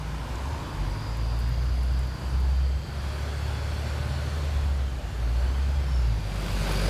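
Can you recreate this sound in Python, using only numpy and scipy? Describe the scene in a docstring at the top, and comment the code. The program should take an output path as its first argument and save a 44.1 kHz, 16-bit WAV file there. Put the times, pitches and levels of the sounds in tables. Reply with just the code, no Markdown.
"""A diesel bus drones up from idle and pulls away along a city street, heard on one microphone in a front
garden. Its firing rate drives the exhaust tones, the whine of gears and turbocharger, and the pulsing of the
intake. The hollow flank passes close, the engine shifts up, the brakes squeal briefly, and at last the rear
engine bay swings into the open with a clatter. Cars pass behind it in the roar of the street, the house fronts
send back echoes, and twigs tick softly near the microphone."""
import sys
import numpy as np
from scipy import signal
from scipy.fft import rfft, irfft
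from scipy.io import wavfile
from scipy.ndimage import uniform_filter1d

SR = 44100
rng = np.random.default_rng(int(sys.argv[2]) if len(sys.argv) > 2 else 0)


def pcm_store(signal):
    """Save signal as 16-bit PCM."""
    levels = np.round(np.clip(np.atleast_2d(signal), -1, 1) * 32767)
    wavfile.write(sys.argv[1], SR, levels.astype(np.int16).T)


N = 304225
TIME = np.arange(N) / SR
BINS_HZ = np.fft.rfftfreq(N, 1 / SR)

# engine speed, from idle up through a gear change: time_s, firing_hz
ENGINE_SPEED = [(0, 28), (.33, 28.5), (.55, 38.5), (.85, 48), (1.15, 56), (1.8, 62), (2.6, 65.5), (3.2, 71),
                (4.4, 75), (4.85, 67), (5.05, 60), (5.28, 57), (5.55, 66), (5.77, 70), (6.25, 50),
                (6.5, 47.5), (6.9, 48.5)]
# firing tone ahead of the silencer: time_s, level_db
EXHAUST_STRENGTH = [(0, -29.5), (1.3, -26.5), (2.6, -22.5), (3.15, -31.5), (4.3, -30), (4.75, -24),
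                    (5.75, -24.5), (6.05, -22), (6.45, -28.5), (6.9, -23.5)]
# what the silencer lets through of that tone and its octave: frequency_hz, gain_db
SILENCER_RESPONSE = [(41, -47), (47, -2), (62, 0), (78, 0), (84, -12), (94, -7.5), (116, -4.5), (124, -13),
                     (150, -12.5)]
# a partial cancels against its echo from the house fronts: time_s, half_length_s, depth, firing_multiple
ECHO_FADES = [(1.03, .09, .93, 1), (2.19, 0.13, .87, 1), (2.88, 0.088, 0.73, 1), (5.04, 0.19, .75, 1),
              (5.86, 0.062, 0.38, 1), (6.24, 0.084, 0.6, 1), (2.7, 0.27, .7, 2), (5.03, 0.38, .85, 2)]
# timing gears, belts and, highest, the turbocharger: firing_multiple, width_hz, level_db
WHINE_TONES = [(47.3, 100, -58.5), (73, 160, -63), (99, 110, -70.5), (116, 120, -69)]
# how openly their whine carries to the garden: time_s, gain_db
WHINE_CARRY = [(0, -14), (1.3, -8), (2.7, -4.5), (3.2, .5), (4.4, -1), (5, -5), (5.9, -1), (6.9, -3)]
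# air drawn into the engine: time_s, centre_hz, level_db
INTAKE_HISS = [(.45, 4750, -65.5), (1.05, 4840, -53), (1.6, 4820, -53.5), (2.5, 4730, -54),
               (4.4, 4470, -50.5), (5, 4400, -67), (5.5, 4567, -56), (6.2, 4710, -59), (6.9, 4780, -44.5)]
# the engine bay opening toward the microphone: time_s, level_db
BAY_OPENING = [(5.9, -65), (6.2, -51), (6.4, -38), (6.55, -36.5), (6.7, -32), (6.9, -33)]
# its fan rush: frequency_hz, gain_db
BAY_SPECTRUM = [(82, -50), (140, 0), (164, 2), (257, -14), (512, -9.5), (788, -12.5), (941, -13),
                (1510, -14.5), (1800, -20), (2370, -15), (3720, -19.5), (4800, -23.5), (5300, -25.5),
                (11200, -32.5), (15300, -41)]
# its ringing parts: pitch_hz, width_hz, gain_db
BAY_RESONANCES = [(163.4, 5.4, -9), (211.5, 10, -10.5), (299, 58, -13.5), (386.4, 30, -15),
                  (547, 86, -13.5), (1523, 175, -20), (2180, 220, -36), (8250, 140, -32)]
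# how near the side of the bus is: time_s, gain_db
FLANK_NEARNESS = [(0, -23), (2.7, -11), (3.1, 0), (4.1, 0.5), (4.6, -7), (5, -7), (5.6, -3.5), (6.3, -10),
                  (6.9, -14)]
# its hollow body: pitch_hz, width_hz, level_db
FLANK_RESONANCES = [(372, 30, -56), (580, 40, -51.5), (790, 70, -57), (1510, 110, -56.5)]
# brakes: loudest_s, half_length_s, pitch_hz, glide_hz_per_s, level_db
BRAKE_SQUEALS = [(5.95, .1, 5380, -400, -52.5), (6.73, .025, 10930, 0, -53), (6.84, .03, 10930, 0, -51)]
# engines behind the bus: loudest_s, half_length_s, pitch_hz, glide_hz_per_s, level_db
CAR_ENGINES = [(0.09, 0.28, 154, -31, -41), (0.866, .2, 146.3, 6.5, -39), (2.55, 0.44, 154, -9.5, -47),
               (3.738, 0.7, 109.3, 4, -37.5), (4.201, 0.31, 134.3, 20, -37.5),
               (5.986, 0.327, 151.1, 18, -41.5)]
# tyres of passing cars: nearest_s, half_length_s, level_db
CAR_PASSES = [(0.647, 0.56, -46), (2.27, 0.2, -54)]
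# the song of those tyres: pitch_hz, width_hz, gain_db
TYRE_RESONANCES = [(287.2, 97, -0.5), (962, 250, 2.5)]
# twigs in the garden: start_s, level_db (3.5 dB below the peak), pitch_hz
TWIG_TICKS = [(.149, -48, 7000), (.356, -39, 6460), (.456, -44, 6000), (1.172, -45, 11000),
              (1.39, -44.5, 10000), (1.402, -48, 10000), (1.476, -49, 12000), (1.492, -48, 12000),
              (1.833, -45, 9500), (1.858, -48, 11000), (1.926, -51, 12000), (1.992, -43, 9000),
              (2.07, -51, 12000), (2.402, -49, 10500), (6.721, -37, 11000)]
# roar of engines and tyres, loudest as the bus draws level: time_s, level_db
ROAR_LEVEL = [(0, -43), (.4, -41), (1.3, -43), (1.9, -44), (2.3, -42.5), (2.8, -45.5), (3.07, -40.5),
              (4.4, -39.5), (4.95, -44), (5.45, -42), (6.25, -43)]
# the street's low rumble, its roar and its fine hiss: frequency_hz, gain_db
RUMBLE_SPECTRUM = [(20, -13), (34, -10), (48, 6.5), (85, 3), (140, 2), (175, -7.5), (240, -10.5),
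                   (330, -16.5), (600, -49.5)]
ROAR_SPECTRUM = [(130, -12), (220, -1), (321, -5), (367, -0.5), (414, -2), (572, -0.5), (655, -1.5),
                 (968, -4.5), (1280, -5.5), (1490, -4.5), (1980, -9.5), (3340, -12.5), (3820, -14.5),
                 (4680, -16), (5500, -20), (7150, -32), (12100, -120)]
HISS_SPECTRUM = [(3000, -30), (4800, -3), (6000, 0), (7300, 0), (9000, -5), (11000, -4.5), (13000, -10),
                 (15300, -19)]


def exhaust(firing_hz, firings):
    """Firing tone and octave through the silencer, a weak third, and half orders from unequal cylinders."""
    angle = 2 * np.pi * firings
    level_db = curves(EXHAUST_STRENGTH)[0]
    silencer = np.transpose(SILENCER_RESPONSE)
    tone_gain = amp(level_db + np.interp(firing_hz, *silencer)) * echo_fade(1)
    octave_gain = amp(level_db - 4 + np.interp(2 * firing_hz, *silencer)) * echo_fade(2)
    tone = tone_gain * np.cos(angle) * (1 + .06 * drift(18))
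    octave = octave_gain * np.cos(2 * angle + .1 * drift(8))
    third = np.cos(3 * angle) * (1 + .5 * drift(2.5))
    uneven = sum(np.cos(angle * order + drift(1.7)) for order in (1.5, 2.5))
    return np.sqrt(2) * (tone + octave + amp(-57.5) * third + amp(-56.5) * uneven)


def echo_fade(multiple):
    """The gain of one exhaust partial, dipping as it meets its echo at the microphone."""
    dips = [1 - depth * swell(s, half_s) for s, half_s, depth, k in ECHO_FADES if k == multiple]
    return np.prod(dips, axis=0)


def engine_whine(firing_hz):
    """Gears, belts and the turbocharger sing fuzzy tones locked to the engine, each fading in and out."""
    tones = sum(amp(db + 1.5 * drift(1.8)) * band(multiple * firing_hz, width_hz)
                for multiple, width_hz, db in WHINE_TONES)
    return amp(curves(WHINE_CARRY)[0]) * tones


def intake(firing_hz, firings):
    """The intake whistles at low engine speed and spreads into hiss as the speed rises."""
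    centre_hz, level_db = curves(INTAKE_HISS)
    fall_above_hz, fall_db_per_hz = 56.4, .35
    whistle = amp(-fall_db_per_hz * np.maximum(firing_hz - fall_above_hz, 0)) * band(centre_hz, 300)
    hiss = .5 * band(.93 * centre_hz, 450)
    gulps = 1 + .11 * np.cos(2 * np.pi * firings)  # each cylinder draws air in turn
    return amp(level_db) * unit((whistle + hiss) * gulps)


def engine_bay(firings):
    """Fan rush and diesel clatter pulse with each firing, while small parts ring and rattle."""
    knock = 1 + .5 * np.exp(-(firings % 1) / .25) * (1 + .34 * drift(30))
    rush = colour(reflections(eddies(patch_db=1.4), wall_db=-5.5) * knock, BAY_SPECTRUM)
    rings = resonances(BAY_RESONANCES)
    clicks = (rng.random(N) < 500 / SR) * rng.standard_normal(N)  # about 500 a second
    rattle = amp(-17) * colour(clicks, [(1500, -25), (4500, 6), (12000, -7), (15000, -6)])
    return amp(curves(BAY_OPENING)[0]) * (rush + rings + rattle)


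def flank():
    """The body of the bus rings hollow, loudest as its side passes the garden."""
    return amp(curves(FLANK_NEARNESS)[0]) * resonances(FLANK_RESONANCES)


def brake_squeal(loudest_s, half_length_s, pitch_hz, glide_hz_per_s, level_db):
    """A brake sings briefly on one unsteady note."""
    note = band(pitch_hz + glide_hz_per_s * (TIME - loudest_s), width_hz=110)
    return amp(level_db) * swell(loudest_s, half_length_s) * note


def car_engine(loudest_s, half_length_s, pitch_hz, glide_hz_per_s, level_db):
    """An engine farther out in the street swells and fades on a gliding hum."""
    cycles = np.cumsum(pitch_hz + glide_hz_per_s * (TIME - loudest_s)) / SR
    hum = np.sqrt(2) * np.sin(2 * np.pi * cycles + .18 * drift(6.6))
    return amp(level_db) * swell(loudest_s, half_length_s) * hum


def car_tyres():
    """The song of passing tyres falls off with distance from the microphone."""
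    nearness = sum(amp(db) / (1 + ((TIME - s) / half_s) ** 2) for s, half_s, db in CAR_PASSES)
    return nearness * resonances(TYRE_RESONANCES)


def twigs():
    """Each twig close by gives a sharp tick and a short splintering tail."""
    out, t = np.zeros(N), np.arange(2048) / SR
    hz = np.fft.rfftfreq(len(t), 1 / SR) + 1
    decay = np.exp(-t / .0018) + .35 * np.exp(-t / .0098)
    for start_s, level_db, pitch_hz in TWIG_TICKS:
        burst = rng.standard_normal(len(t)) * decay
        tick = irfft(rfft(burst) * np.exp(-(np.log(hz / pitch_hz) / .39) ** 2))
        tick *= amp(level_db + 3.5) / abs(tick).max()
        span = out[round(start_s * SR):][:len(t)]
        span += tick[:len(span)]
    return out


def street():
    """Wandering rumble from the far lanes, with traffic roar and tyre hiss between the house fronts."""
    roar_db, usual_roar_db = curves(ROAR_LEVEL)[0], -42
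    hiss_db = -56.5 + 1.04 * (roar_db - usual_roar_db)  # below the roar, swelling a little further
    screen_db = -3 * swell(3.9, 1.1)  # the bus screens the far lanes as it goes by
    rumble_db = -35.5 + 1.2 * drift(2.3) + screen_db
    rumble = amp(rumble_db) * colour(rng.standard_normal(N), RUMBLE_SPECTRUM)
    roar = amp(roar_db) * colour(reflections(eddies(patch_db=.95), wall_db=-11.5), ROAR_SPECTRUM)
    hiss = amp(hiss_db) * colour(reflections(eddies(patch_db=2), wall_db=-8.5), HISS_SPECTRUM)
    return rumble + roar + hiss


def reflections(x, wall_db, count=14):
    """House fronts and the road return delayed copies, which ripple the spectrum; rms 1."""
    delays_s, gains = rng.uniform(.004, .09, count), rng.standard_normal(count)
    gains /= np.linalg.norm(gains)
    walls = sum(gain * np.exp(-2j * np.pi * BINS_HZ * s) for s, gain in zip(delays_s, gains))
    return unit(irfft(rfft(x) * (1 + amp(wall_db) * walls), N))


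def eddies(patch_db):
    """Turbulent noise whose level varies in patches of time and frequency; rms 1."""
    frames = dict(nperseg=1024, noverlap=768)
    spectra = signal.stft(rng.standard_normal(N), **frames)[2]
    patches = uniform_filter1d(rng.standard_normal(spectra.shape), size=6, axis=0)
    patches = unit(uniform_filter1d(patches, size=16, axis=1))
    return unit(signal.istft(spectra * amp(patch_db * patches), **frames)[1][:N])


def resonances(rows):
    """Noise ringing in several steady resonances."""
    return sum(amp(db) * band(hz, width_hz) for hz, width_hz, db in rows)


def band(hz, width_hz):
    """Noise ringing in one resonance that may move; rms 1."""
    angle = 2 * np.pi * np.cumsum(hz * np.ones(N)) / SR
    return unit(drift(width_hz / 2) * np.cos(angle) + drift(width_hz / 2) * np.sin(angle))


def drift(rate_hz):
    """Random wander up to a rate; rms 1."""
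    return unit(irfft(rfft(rng.standard_normal(N)) / np.sqrt(1 + (BINS_HZ / rate_hz) ** 4), N))


def colour(x, spectrum):
    """Filters by points of frequency_hz, gain_db; rms 1."""
    hz, db = np.transpose(spectrum)
    gain = amp(np.interp(np.log(BINS_HZ + 1), np.log(hz + 1), db))
    return unit(irfft(rfft(x) * gain, N))


def swell(peak_s, half_length_s):
    """A bell-shaped rise and fall; 1 at its top."""
    return np.exp(-((TIME - peak_s) / half_length_s) ** 2)


def curves(rows):
    """Each column after time_s as a curve over time."""
    time_s, *columns = np.transpose(rows)
    return [np.interp(TIME, time_s, column) for column in columns]


def amp(db):
    """Decibels to gain."""
    return 10 ** (np.asarray(db) / 20)


def unit(x):
    """Scales to rms 1."""
    return x / np.sqrt(np.mean(x ** 2) + 1e-20)


def scene():
    """The street from the garden, in mono; one engine speed drives exhaust, whine, intake and clatter."""
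    firing_hz = curves(ENGINE_SPEED)[0]
    firings = np.cumsum(firing_hz) / SR
    engine = exhaust(firing_hz, firings) + engine_whine(firing_hz)
    engine += intake(firing_hz, firings) + engine_bay(firings)
    brakes = sum(brake_squeal(*row) for row in BRAKE_SQUEALS)
    cars = car_tyres() + sum(car_engine(*row) for row in CAR_ENGINES)
    return (engine + brakes + cars + street() + flank() + twigs())[None]


def record(dry):
    """The recorder cuts off the highest treble."""
    edge_hz = 15250
    taps = signal.firwin(511, edge_hz, window=("kaiser", 9), fs=SR)
    return signal.oaconvolve(dry, taps[None], "same")


dry = scene()
out = record(dry)
pcm_store(out)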